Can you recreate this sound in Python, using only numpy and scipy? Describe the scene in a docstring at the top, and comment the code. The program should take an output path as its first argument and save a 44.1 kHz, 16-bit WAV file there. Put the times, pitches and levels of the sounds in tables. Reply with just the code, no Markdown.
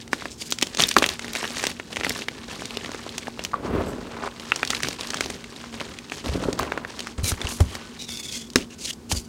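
"""Crumbling grit and sharp snaps: two hands crush gym chalk over a plastic tub, close to the microphone.
Squeezed chalk breaks grain by grain, larger fractures ring their fragments, and fingers dig in the
powder with a muffled crunch. Then a fresh block is picked up with a few bumps, rubbed between dry
palms that catch and slip, and broken in two. The tub resonates; the small room hums faintly."""
import sys
import numpy as np
from scipy import signal
from scipy.fft import rfft, irfft, next_fast_len
from scipy.io import wavfile
from scipy.ndimage import uniform_filter1d, map_coordinates

SR = 44100
rng = np.random.default_rng(int(sys.argv[2]) if len(sys.argv) > 2 else 0)


def materialize(psi):
    """Save the field psi as 16-bit PCM at rate SR to the path in sys.argv[1].

    A 1-D psi becomes a single channel; in a 2-D psi each row is a channel.
    """
    bounded = np.clip(np.atleast_2d(psi).T, -1, 1)
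    quanta = np.round(bounded * 32767).astype(np.int16)
    wavfile.write(sys.argv[1], SR, quanta)


N = 409248

# fist closing on chalk; crumbs trickling from the hands:
# (start [s], length [s], grit [dB], crumbs [dB], powder [dB])
SQUEEZES = [(0, 0.0071, -38, -71, -53), (0.112, 0.17, -42, -54, -45.5), (0.49, 0.029, -49, -62, -58),
            (0.62, 0.23, -45, -55, -49), (0.781, 0.048, -26, -27, -29.5), (0.836, 0.084, -34.5, -54, -41),
            (0.957, 0.11, -35, -33.5, -36.5), (1.084, 0.054, -35, -38, -42), (1.208, 0.13, -41, -43, -44),
            (1.34, 0.12, -35, -37, -48), (1.464, 0.13, -38, -41, -50), (1.553, 0.15, -36, -38, -41),
            (1.685, 0.047, -45, -60, -52), (1.901, 0.12, -42, -47, -42), (2.032, 0.097, -35.5, -42, -36),
            (2.145, 0.079, -37, -42, -42), (2.308, 0.14, -47.5, -44.5, -52),
            (2.478, 0.086, -39.5, -39.5, -41.5), (2.584, 0.091, -41, -46, -42.5),
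            (2.692, 0.31, -43.5, -41, -48), (3.012, 0.28, -45, -44.5, -48.5),
            (3.369, 0.096, -48.5, -42, -44.5), (4.396, 0.22, -43.5, -42, -50), (4.544, 0.15, -44, -43, -44),
            (4.692, 0.1, -36, -39, -41.5), (4.82, 0.064, -35.5, -44, -37.5), (4.899, 0.042, -38, -42, -42),
            (4.984, .145, -40.5, -38.5, -45), (5.149, 0.097, -39.5, -40, -41.5),
            (5.235, 0.13, -40.5, -54, -38.5), (5.49, 0.18, -47.5, -48, -52), (5.719, 0.22, -44.5, -44, -45),
            (6.11, 0.088, -40, -47, -43), (6.239, 0.053, -37, -36, -31.5), (6.315, 0.049, -40, -47, -36),
            (6.869, 0.25, -45, -45, -49.5), (7.176, 0.025, -42, -37, -37.5), (7.24, 0.098, -43, -40, -41),
            (7.408, 0.11, -40, -35.5, -41), (7.702, 0.12, -49, -41, -47), (8.567, 0.059, -39.5, -54, -35)]
TRICKLES = [(0.398, 3.15, -50, -56, -56), (3.81, 2.85, -50, -49, -60), (7.302, 0.68, -47.5, -47.5, -56)]
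# pushes into powder: (deepest [s], 60 dB rise [s], 60 dB fall [s], powder [dB], crumbs [dB], grit [dB])
DIGS = [(3.54, 0.032, 0.26, -34, -29, -53), (3.668, 0.23, 0.11, -29.5, -31, -43.5),
        (3.768, 0.57, 0.54, -21, -26.5, -48.5), (3.92, 0.85, 1, -32, -53, -67),
        (4.19, 1.5, 0.77, -49, -36.5, -64), (4.27, 0.55, 0.11, -41, -27, -43.5),
        (6.35, 0.26, 0.38, -25.5, -42, -40), (6.44, 0.21, 0.11, -28, -32, -38.5),
        (6.494, 0.39, 0.32, -23.5, -53, -42), (6.608, 0.15, 0.51, -28, -27, -39),
        (6.729, 0.17, 1, -40, -33.5, -50), (7.405, 0.19, 0.11, -44, -35, -47),
        (7.605, 0.03, 0.12, -21.5, -59, -33.5), (9.123, 0.056, 0.16, -29.5, -35, -44)]
# spectral shapes: (frequency [Hz], relative level [dB])
CRUMB_SPECTRUM = [(150, -58), (400, 20.5), (700, 3.5), (1100, 8), (1800, 0), (2700, -3), (4500, -19),
                  (12000, -104)]
GRIT_SPECTRUM = [(700, -58), (1700, -3.5), (2700, -0.5), (4200, 0.5), (6500, -2), (9000, -6.5),
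                 (12500, -23), (16000, -48)]
POWDER_SPECTRUM = [(20, -26), (50, 4), (120, 1), (300, 0), (500, 1), (750, -8), (1300, -12), (2200, -25.5),
                   (6000, -43), (15000, -47)]
SIZZLE_SPECTRUM = [(4000, -63), (7000, -10), (9000, 9), (11000, 5), (13000, 1), (16000, -6)]
AIR_SPECTRUM = [(20, -23), (50, 2), (110, 4), (160, 1), (250, 0.5), (380, 1.5), (600, -12.5), (1000, -12),
                (2000, -21), (5000, -20.5), (9000, -26.5), (12000, -33.5), (16000, -35)]
CRACK_SPECTRUM = [(500, -34), (1500, -6), (3500, 4), (6000, 5.5), (9000, -3.5), (12500, -24.5),
                  (16000, -13.5)]
RASP_SPECTRUM = [(400, -24), (1200, -30), (2200, 2), (3600, 5), (6800, 10.5), (9000, 0.5), (13000, -38)]
# room hum: (frequency [Hz], level [dB], waver [dB])
HUM_TONES = [(233.8, -48, 3.5), (1500, -65, 8)]
# hum contour: (time [s], gain [dB])
HUM_GAIN = [(0, 3), (.25, -9), (1.3, -1), (8.2, 1.5), (8.75, 0), (9.0, 1)]
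# loudest fractures: (time [s], ring [dB], ring pitch [Hz], crack [dB], knock [dB])
SNAPS = [(.0778, -43, 2190, -43.5, -48), (.1317, -17.5, 1600, -27, -21.5), (.209, -38, 2300, -48, -47),
         (.222, -34, 1440, -55, -37), (.256, -29, 1650, -40, -30), (.4217, -31.5, 3020, -42, -42.5),
         (.5055, -46, 4450, -34, -65), (.5129, -30, 5930, -40, -53), (.5234, -31, 1650, -18, -30),
         (.5867, -30, 2670, -29.5, -62), (.6133, -32, 2180, -28, -49), (.6237, -20.5, 2600, -28, -36),
         (.6268, -19, 3450, -18.5, -22.5), (.633, -28, 2630, -39, -39), (.6704, -41, 2510, -32.5, -37.5),
         (.7478, -35, 2000, -29.5, -39), (.7719, -34.5, 3020, -25.5, -35), (.7966, -23, 2900, -23, -22.5),
         (.8035, -14, 3200, -37, -40), (.822, -27, 4190, -16.5, -48), (.8371, -17.5, 3570, -39, -46),
         (.885, -48, 2000, -27, -48), (.8896, -20.5, 5460, -42, -54), (.9132, -20.5, 2350, -25, -55),
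         (.9409, -32, 4400, -39, -49), (.9657, -7.5, 1490, -30, -17.5), (.9682, -14, 1220, -25, -40),
         (.9849, -15, 4200, -36, -22), (1.024, -18.5, 1535, -26, -17.5), (1.0286, -20, 2500, -30, -37),
         (1.0417, -14.5, 2180, -38, -32), (1.063, -25, 2760, -23.5, -32), (1.0899, -20.5, 3500, -44, -34),
         (1.1939, -31, 1930, -31.5, -40), (1.2454, -31.5, 2000, -41, -39), (1.2812, -35, 2500, -39, -39),
         (1.3339, -47, 1570, -30.5, -55), (1.352, -24.5, 2120, -29, -39), (1.3596, -27, 2540, -35, -33),
         (1.4294, -31, 1220, -47, -30), (1.4399, -29, 2050, -46, -37), (1.4438, -27.5, 1800, -42, -30),
         (1.4524, -28.5, 1900, -42, -37), (1.5054, -39, 3000, -38, -36), (1.5696, -29, 1870, -32, -35),
         (1.583, -34, 4480, -32, -39), (1.5961, -28, 2600, -42, -48), (1.6296, -37, 5600, -33, -37),
         (1.6394, -22.5, 1860, -23, -24), (1.6531, -28, 2800, -35, -44), (1.6685, -27, 2340, -21, -27),
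         (1.7018, -38, 3000, -34, -52), (1.715, -34, 2800, -41, -53), (1.7987, -28.5, 1920, -44, -32.5),
         (1.9298, -33, 2980, -49, -43), (1.9605, -28.5, 2390, -36, -42), (1.9691, -24, 2000, -33, -28.5),
         (1.9992, -35, 3400, -47, -35), (2.0105, -27, 1950, -51, -31), (2.0349, -25.5, 1840, -48, -36),
         (2.0475, -32, 1920, -29.5, -46), (2.0669, -26, 2070, -48, -25.5), (2.095, -28.5, 6070, -23.5, -49),
         (2.1061, -25.5, 2140, -46, -31), (2.1605, -35.5, 1600, -45, -35), (2.1906, -36, 2100, -37, -37),
         (2.2205, -30.5, 2630, -55, -36), (2.2845, -24, 2480, -39, -32.5), (2.621, -40, 1700, -40, -31.5),
         (2.6556, -40, 3900, -31.5, -50), (2.7076, -32, 2980, -54, -53), (2.7714, -25.5, 3320, -59, -29),
         (2.8464, -31, 2040, -55, -38), (2.86, -36, 2110, -43, -42), (2.8923, -44, 1500, -47, -31.5),
         (2.9175, -39, 1500, -36, -37), (2.9466, -36, 1480, -39, -29.5), (3.0646, -34, 890, -44, -33.5),
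         (3.0923, -33, 3500, -49, -52), (3.181, -31, 2970, -26, -37), (3.2711, -32.5, 1950, -54, -40),
         (3.2813, -29.5, 875, -42, -30.5), (3.3932, -31, 2870, -55, -29.5), (3.4391, -33, 5300, -41, -43),
         (3.45, -26, 2900, -28, -41), (4.187, -42, 1340, -58, -38), (4.3981, -36.5, 3630, -43, -43),
         (4.5199, -15.5, 1500, -50, -32), (4.5604, -40, 2290, -24.5, -34), (4.6309, -17, 1640, -55, -28),
         (4.6502, -36, 2420, -27.5, -50), (4.6753, -26.5, 3850, -48, -51), (4.704, -28, 1370, -18.5, -31),
         (4.7105, -31, 3200, -36, -47), (4.733, -24.5, 1470, -49, -39), (4.7486, -25, 2800, -29, -44),
         (4.768, -35, 3000, -43, -50), (4.804, -31, 1510, -36, -56), (4.8331, -22, 2300, -23.5, -36),
         (4.8469, -27, 1600, -43, -48), (4.8718, -30, 2280, -42, -33), (4.886, -25.5, 4600, -41, -27),
         (4.9288, -41, 2400, -32.5, -46), (5.0099, -30, 3600, -33, -38), (5.0329, -37, 2800, -37, -40),
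         (5.0721, -33, 4540, -39, -48), (5.1045, -33, 2010, -25.5, -38), (5.1343, -29.5, 1810, -55, -36),
         (5.1434, -26, 1240, -26.5, -45), (5.1718, -30, 3100, -45, -39), (5.2082, -21.5, 2180, -23, -26.5),
         (5.2599, -35, 3700, -36, -32.5), (5.3017, -32, 2530, -30, -33), (5.4423, -35, 2350, -44, -51),
         (5.5629, -38, 3160, -56, -49), (5.6408, -36.5, 1500, -59, -41), (5.7418, -40, 3300, -46, -35.5),
         (5.8001, -32, 2380, -48, -53), (5.8064, -30, 2700, -50, -35), (5.813, -32, 1580, -40, -30.5),
         (5.9878, -33.5, 2840, -38, -60), (6.0985, -36.5, 2840, -44, -45),
         (6.1203, -28.5, 2080, -41, -30.5), (6.26, -43, 2920, -34, -33), (6.4387, -29.5, 1500, -43, -46),
         (6.5291, -34, 1900, -28, -46), (6.592, -27.5, 4730, -51, -32), (6.596, -19, 1060, -50, -43),
         (6.631, -32, 1390, -34, -28.5), (6.6502, -36, 1340, -45, -40), (6.721, -22.5, 1500, -50, -30),
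         (6.7761, -25, 1500, -55, -26.5), (6.849, -27.5, 1600, -57, -38), (6.993, -30, 3500, -40, -39),
         (7.0052, -31, 2900, -31, -37), (7.0711, -29.5, 1720, -35.5, -43), (7.2434, -43, 3960, -27, -40),
         (7.3185, -31, 1410, -29, -29.5), (7.4062, -45, 2100, -44, -36), (7.4153, -31.5, 1980, -33, -39),
         (7.4704, -37, 2560, -35, -46), (7.6053, -31, 7190, -36, -21), (7.7528, -33.5, 2240, -32, -34),
         (8.023, -37, 4000, -45, -44), (8.0916, -34, 3620, -55, -43), (8.1732, -34, 4900, -46, -54),
         (8.5022, -40, 4400, -46, -60), (8.5345, -49, 5100, -43, -60), (8.5585, -15.5, 1670, -10.5, -17),
         (9.1162, -29, 2742, -27, -30)]
# finest splinters flying off: (time [s], level [dB])
SPLINTERS = [(0.129, -31), (0.5057, -24), (0.613, -31), (0.626, -21), (0.8714, -19), (0.9657, -22),
             (0.9807, -18), (1.061, -21), (1.3329, -23), (1.6681, -21), (2.0946, -20), (3.1792, -34),
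             (3.448, -32), (4.7037, -28), (5.2071, -32), (6.5956, -22)]
# dry skin on chalk: (start [s], length [s], release t60 [s], rasp [dB], sizzle [dB], swell [dB],
# hollow re rasp [dB], hollow start pitch [Hz], hollow end pitch [Hz], roughness [0-1])
RUBS = [(0.301, 0.035, 0.11, -42.5, -72, -1, -4, 5300, 5420, 0.15),
        (0.373, 0.047, 0.1, -43.5, -55, 18, -3.5, 5100, 4770, 0.5),
        (0.45, 0.033, 0.034, -40.5, -50, -8, -3, 4830, 4770, 0.5),
        (3.854, 0.057, 0.09, -56, -69, 0, 5, 7740, 7800, 0.4),
        (7.228, 0.077, 0.04, -33.5, -33.5, 9.5, 1, 4130, 3800, 0.3),
        (7.245, .068, 0.044, -42.5, -50, 0, 4, 2420, 2180, 0.1),
        (7.482, 0.16, 0.088, -42, -46.5, -15, -23, 3850, 3700, 0.7),
        (7.64, 0.11, 0.1, -51, -57, 21, 3, 3160, 3010, 0.62),
        (7.984, 0.052, 0.25, -41.5, -60, -2, 5, 3880, 3800, 0.24),
        (8.079, 0.13, 0.051, -41, -50, 3, 6, 3523, 3500, 0.04),
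        (8.224, 0.085, 0.088, -42, -54, -4, 1.5, 3483, 3450, 0.29),
        (8.309, 0.033, 0.35, -36.5, -51, 7, -1, 3490, 3380, 0.37),
        (8.366, 0.015, .05, -40, -54, -8, 5, 4520, 4460, 0.3),
        (8.697, 0.044, 0.068, -49, -69, -1, 1.5, 2750, 2690, 0.82),
        (8.779, 0.08, 0.068, -38, -52, 15, -5, 4520, 4120, 0.73),
        (8.866, 0.044, 0.018, -35.5, -47, 10, 1.5, 3263, 3190, 1),
        (8.926, 0.0098, 0.014, -37.5, -58, -3, 3, 5100, 5000, 0.46),
        (9.089, 0.035, 0.051, -35, -42, 19, -6, 3030, 3050, 0.57),
        (9.144, 0.033, 0.13, -34, -42, 2.5, -3, 4780, 4650, 0.3),
        (9.235, 0.035, .05, -57.5, -70, -3, 3, 4700, 4600, .1)]
# hollow between hand and block, at rest: (frequency [Hz], width [Hz], gain [dB])
HOLLOW_MODES = [(2240, 100, 6.5), (2630, 140, 3.5), (3500, 76, 19), (4520, 160, 5.5), (5100, 180, 6)]
# flat chips ringing as they break off: (time [s], level [dB], pitch [Hz])
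CLINKS = [(0.8376, -1.5, 3630), (0.966, -12, 4700), (2.0472, -9.5, 1970), (2.2847, -12, 2150),
          (4.5194, -5.5, 2670), (7.4164, -16, 3500), (7.4706, -15, 2800)]
# dull blows between hands, lumps, block and tub: (time [s], level [dB], pitch [Hz], t60 [s])
BUMPS = [(0.971, -13, 340, 0.042), (3.534, -14.5, 1150, 0.016), (3.5409, -8, 1150, 0.022),
         (4.2373, -8, 1110, 0.0053), (4.276, -15, 1030, 0.013), (4.832, -30, 135, 0.27),
         (6.287, -15, 66, 0.17), (6.325, -24, 127, 0.29), (6.485, -14.5, 420, 0.036),
         (7.182, -18.5, 69.4, 0.22), (7.233, -9, 88, 0.063), (7.322, -8, 78.6, 0.046),
         (7.445, -11, 69, 0.052), (7.608, 1.5, 83, 0.067), (8.558, 5, 376, 0.0097),
         (9.115, -17, 870, 0.017), (9.126, -13, 86, 0.073), (9.165, -19, 61.7, 0.13)]
# a whole block gives way and the tub booms: (time [s], level [dB])
BOOMS = [(0.976, -26), (8.566, -27)]
# modes of the boom: (frequency [Hz], gain [dB], t60 [s])
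BOOM_MODES = [(62.6, -1.5, 0.07), (263, 4.5, 0.062), (330, 3, 0.079), (410, -3, 0.11)]
# tub cavity: (frequency [Hz], width [Hz], gain [dB])
TUB_MODES = [(181.6, 6.1, 14), (246.6, 30, 8.5), (269, 59, 8.5), (370, 8, 3)]
# room decay: (frequency [Hz], t60 [s])
ROOM_DECAY = [(150, 0.33), (400, 0.13), (1000, 0.11), (2000, 0.077), (5000, 0.1), (12000, 0.23)]

SQUEEZE_ATTACK_S, SQUEEZE_T60_S, SQUEEZE_SWELL_DB = 0.0054, 0.13, -1.5
SNAP_RMS_SPAN_S, CLINK_T60_S = 0.005, 0.012
SPLINTER_HZ, SPLINTER_WIDTH_HZ = 12600, 11000
RUB_ATTACK_S, RUB_RUMBLE_DB, RUB_CATCH_DB = 0.0092, -13.5, 1
CHATTER_RATE_HZ, CHATTER_PITCH_SHARE = 700, 0.1
BAND_LIMIT_HZ = 16000


def amp(db):
    """Decibels to gain."""
    return 10 ** (np.asarray(db) / 20)


def unit(x):
    """x at rms 1."""
    return x / np.sqrt(np.mean(x ** 2) + 1e-20)


def steady(x, span_s):
    """x with its running rms held near 1."""
    size = max(int(span_s * SR), 8)
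    return x / np.sqrt(np.abs(uniform_filter1d(uniform_filter1d(x ** 2, size), size)) + 1e-9)


def add(out, start_s, x):
    """Mix x into out."""
    span = out[..., max(round(start_s * SR), 0):][..., :x.shape[-1]]
    span += x[..., :span.shape[-1]]


def along(points, hz):
    """Interpolate (frequency [Hz], value) points on a log axis."""
    knots_hz, values = np.transpose(points)
    return np.interp(np.log(hz + 1), np.log(knots_hz + 1), values)


def wobble(rate_hz):
    """Smooth random curve."""
    return map_coordinates(rng.standard_normal(8192), [np.arange(N) * rate_hz / SR], mode="wrap")


def filtered(x, response):
    """Apply a complex frequency response."""
    size = 2 * next_fast_len((len(x) + min(len(x) // 4, SR // 2)) // 2, real=True)
    return irfft(rfft(x, size) * response(np.fft.rfftfreq(size, 1 / SR)), size)[:len(x)]


def coloured(x, spectrum):
    """Minimum-phase filter with the given spectrum."""
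    def response(hz):
        cepstrum = irfft(np.log(amp(along(spectrum, hz))))
        cepstrum[1:len(hz) - 1] *= 2
        cepstrum[len(hz):] = 0
        return np.exp(rfft(cepstrum))
    return filtered(x, response)


def resonance(hz, centre_hz, width_hz):
    """Response of one damped mode."""
    return 1j * hz * width_hz / (centre_hz ** 2 - hz ** 2 + 1j * hz * width_hz)


def resonated(x, modes):
    """x through parallel damped modes."""
    return filtered(x, lambda hz: sum(amp(db) * resonance(hz, *mode) for *mode, db in modes))


def grains(rate_hz, spread_db, clump_db):
    """Tiny breaks of random time and size, swelling in avalanches."""
    hit = rng.random(N) < rate_hz / SR
    size_db = spread_db * np.clip(rng.standard_normal(N), -3, 2.05) + clump_db * wobble(130)
    return hit * amp(size_db) * rng.choice([-1, 1], N)


def stroke(length_s, attack_s, t60_s, swell_db):
    """Gain of one hand movement: attack, swelling or sagging hold, release."""
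    t = np.arange(int((length_s + t60_s) * SR)) / SR
    hold_db = swell_db * (np.minimum(t / length_s, 1) - 0.5)
    release_db = -60 * np.maximum(t - length_s, 0) / t60_s
    return np.minimum(t / attack_s, 1) * amp(hold_db + release_db)


def crushing_gains():
    """Grit, crumb and powder gains; squeezes, trickles and digs add in power."""
    power = np.zeros((3, N))
    for start_s, length_s, *levels_db in SQUEEZES + TRICKLES:
        grip = stroke(length_s, SQUEEZE_ATTACK_S, SQUEEZE_T60_S, SQUEEZE_SWELL_DB)
        add(power, start_s, np.outer(amp(levels_db), grip) ** 2)
    for deepest_s, rise_s, fall_s, powder_db, crumbs_db, grit_db in DIGS:
        t = np.arange(-rise_s, fall_s, 1 / SR)
        push = amp(-60 * np.maximum(-t / rise_s, t / fall_s))
        add(power, deepest_s - rise_s, np.outer(amp([grit_db, crumbs_db, powder_db]), push) ** 2)
    return np.sqrt(power + 1e-12)


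def crumb_rings(breaks, q, sizes=14):
    """Each break rings one crumb; size sets pitch."""
    crumb = rng.integers(sizes, size=N)
    return sum(unit(signal.lfilter(*signal.iirpeak(hz, q, SR), breaks * (crumb == k)))
               for k, hz in enumerate(np.geomspace(700, 8000, sizes)))


def crumbling(grit_gain, crumb_gain, powder_gain):
    """Squeezed chalk gives way grain by grain; packed powder crunches dully."""
    breaks = grains(rate_hz=3000, spread_db=5.6, clump_db=2.6)
    crackle = unit(unit(breaks) + amp(6) * unit(crumb_rings(breaks, q=5.5)))
    fine_breaks = unit(grains(rate_hz=2500, spread_db=4.5, clump_db=2))
    # deep in powder, crackle blurs into rustle
    buried = powder_gain / (powder_gain + 4 * grit_gain)
    dust = amp(-7.5) * buried * rng.standard_normal(N)
    coarse = (1 - buried) * crackle + dust
    fine = (1 - buried) * (crackle + amp(-8) * fine_breaks) + dust
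    crumbs = steady(coloured(coarse, CRUMB_SPECTRUM), span_s=0.064)
    grit = steady(coloured(fine, GRIT_SPECTRUM), span_s=0.22)
    slips = grains(rate_hz=1400, spread_db=0.5, clump_db=3.5)
    powder = steady(coloured(slips, POWDER_SPECTRUM), span_s=0.045)
    # hard squeezing sheds the brightest splinters
    effort = np.minimum(grit_gain / amp(-34), 1) ** 0.67
    ticks = grains(rate_hz=680, spread_db=8, clump_db=3.5)
    sparkle = effort * steady(coloured(ticks, SIZZLE_SPECTRUM), span_s=0.067)
    return (crumb_gain * amp(-4.5) * crumbs
            + grit_gain * (amp(-0.47) * grit + amp(-12.5) * sparkle)
            + powder_gain * amp(-2) * powder)


def room_hum():
    """Room air, a soft drone and wavering tones."""
    t = np.arange(N) / SR
    air = unit(filtered(rng.standard_normal(N), lambda hz: amp(along(AIR_SPECTRUM, hz))))
    drone = unit(filtered(rng.standard_normal(N), lambda hz: resonance(hz, 236.2, 28) ** 2))
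    tones = np.zeros(N)
    for hz, db, waver_db in HUM_TONES:
        waver = amp(waver_db * wobble(13))
        tones += amp(db) * unit(waver * np.sin(2 * np.pi * hz * t + wobble(13)))
    hum_gain = amp(np.interp(t, *np.transpose(HUM_GAIN)))
    return amp(-45.5) * air + hum_gain * (amp(-51) * drone + tones)


def fragment_ring(drive, ring_hz):
    """A fragment rings in a broad main mode and a narrower upper one of random strength."""
    upper_gain = amp(-10 + 3 * rng.standard_normal())

    def response(hz):
        main = resonance(hz, ring_hz, ring_hz / 1.9)
        upper = upper_gain * resonance(hz, 1.42 * ring_hz, ring_hz / 6)
        return (main + upper) * resonance(hz, ring_hz, 1.26 * ring_hz)
    return filtered(drive, response)


def snaps():
    """Fracture: one release in a dying run of cracks; fragment rings, grit sprays, hand knocks."""
    def at_level(x, db):
        return amp(db) * x * np.sqrt(SNAP_RMS_SPAN_S * SR / np.sum(x ** 2))

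    out, t = np.zeros(N), np.arange(4096) / SR
    lead_samples = round(0.0008 * SR)
    release = signal.unit_impulse(len(t), lead_samples)
    run_envelope = amp(-60 * t / 0.013) * (1 - np.exp(-t / 0.0015))
    for time_s, ring_db, ring_hz, crack_db, knock_db in SNAPS:
        runs = rng.standard_normal((2, len(t))) ** 3 * run_envelope
        deep, shallow = runs / np.linalg.norm(runs, axis=1, keepdims=True)
        ring = fragment_ring(release + 0.91 * deep, ring_hz)
        crack = coloured(release + 1.5 * shallow, CRACK_SPECTRUM)
        knock = filtered(release + 0.5 * deep, lambda hz: resonance(hz, 448, 730) ** 2)
        spray = coloured(rng.laplace(size=len(t)) * amp(-60 * t / 0.16), CRACK_SPECTRUM)
        snap = (at_level(ring, ring_db + 0.5) + at_level(crack, crack_db + 0.5)
                + at_level(spray, crack_db - 15) - at_level(knock, knock_db))
        add(out, time_s - lead_samples / SR, rng.choice([-1, 1]) * snap)
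    return out


def splinters():
    """Each splinter flies off with a short glassy tick."""
    out, t = np.zeros(N), np.arange(512) / SR
    tick = np.exp(-np.pi * SPLINTER_WIDTH_HZ * t) * np.cos(2 * np.pi * SPLINTER_HZ * t)
    for time_s, db in SPLINTERS:
        tail = 0.67 * amp(-60 * t / 0.0091) * rng.standard_normal(len(t))
        add(out, time_s, amp(db - 2) * (tick + tail))
    return 2 * filtered(out, lambda hz: resonance(hz, SPLINTER_HZ, SPLINTER_WIDTH_HZ) ** 2)


def rubbing():
    """Skin slips and catches on grit; the hollow under the hand gives the hiss a gliding colour."""
    catches = unit(grains(rate_hz=1300, spread_db=3.2, clump_db=2.8))
    slips = unit(grains(rate_hz=16000, spread_db=3.5, clump_db=1.8))
    friction = unit(slips + amp(RUB_CATCH_DB) * catches)
    rumble = unit(coloured(friction, POWDER_SPECTRUM))
    rasp = unit(coloured(friction, RASP_SPECTRUM)) + amp(RUB_RUMBLE_DB) * rumble
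    sizzle = unit(coloured(friction, SIZZLE_SPECTRUM))
    hollow = unit(resonated(friction, HOLLOW_MODES))
    rest_hz = HOLLOW_MODES[2][0]  # strongest mode
    chatter = CHATTER_PITCH_SHARE * wobble(CHATTER_RATE_HZ)
    out = np.zeros(N)
    for start_s, length_s, t60_s, rasp_db, sizzle_db, swell_db, hollow_db, from_hz, to_hz, rough in RUBS:
        gain = stroke(length_s, RUB_ATTACK_S, t60_s, swell_db)
        age = np.arange(len(gain))
        now = (round(start_s * SR) + age) % N
        # modes glide together with the hollow's size; skin chatter smears them
        pitch_hz = np.interp(age / SR, [0, length_s], [from_hz, to_hz]) * (1 + rough * chatter[now])
        at_rest = np.roll(hollow, -now[0])[:3 * len(age)]
        gliding = map_coordinates(at_rest, [np.cumsum(pitch_hz / rest_hz)], mode="wrap")
        scrape = amp(rasp_db) * (rasp[now] + amp(hollow_db) * gliding)
        add(out, start_s, gain * (scrape + amp(sizzle_db) * sizzle[now]))
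    return out * amp(2.2 * wobble(110))


def impacts():
    """Chips clink, soft blows thud, big breaks boom in the tub: damped sines."""
    out, t = np.zeros(N), np.arange(SR // 2) / SR
    clinks = [(*chip, CLINK_T60_S) for chip in CLINKS]
    booms = [(time_s, db + mode_db, hz, t60_s) for time_s, db in BOOMS
             for hz, mode_db, t60_s in BOOM_MODES]
    for time_s, db, hz, t60_s in clinks + BUMPS + booms:
        rise = 1 - np.exp(-t * hz / 0.26)
        add(out, time_s, -amp(db - 60 * t / t60_s) * np.sin(2 * np.pi * hz * t) * rise)
    return out


def room_reverb(x):
    """Short diffuse tail with frequency-dependent decay."""
    hz, t, noise = signal.stft(rng.standard_normal(SR // 2), SR, nperseg=256)
    decay = amp(-60 * t / along(ROOM_DECAY, hz)[:, None])
    tail = signal.istft(noise * decay, SR, nperseg=256)[1]
    tail[:int(0.004 * SR)] = 0
    return signal.fftconvolve(x, tail / np.linalg.norm(tail))[:N]


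def scene():
    """Close chalk plus tub resonance, reverb and hum; mono."""
    chalk = crumbling(*crushing_gains()) + rubbing() + impacts() + splinters() + snaps()
    tub = resonated(chalk, TUB_MODES)
    return (chalk + amp(-11) * tub + amp(-14.5) * room_reverb(chalk) + room_hum())[None]


def record(dry):
    """Microphone: bass cut, saturation on the hardest snaps, band limit."""
    bass_cut = signal.lfilter(*signal.butter(1, 25, "highpass", fs=SR), dry[0])
    saturated = bass_cut / (1 + np.abs(bass_cut / 1.1) ** 6) ** (1 / 6)
    return filtered(saturated, lambda hz: 1 / (1 + (hz / BAND_LIMIT_HZ) ** 120))[None]


dry = scene()
out = record(dry)
materialize(out)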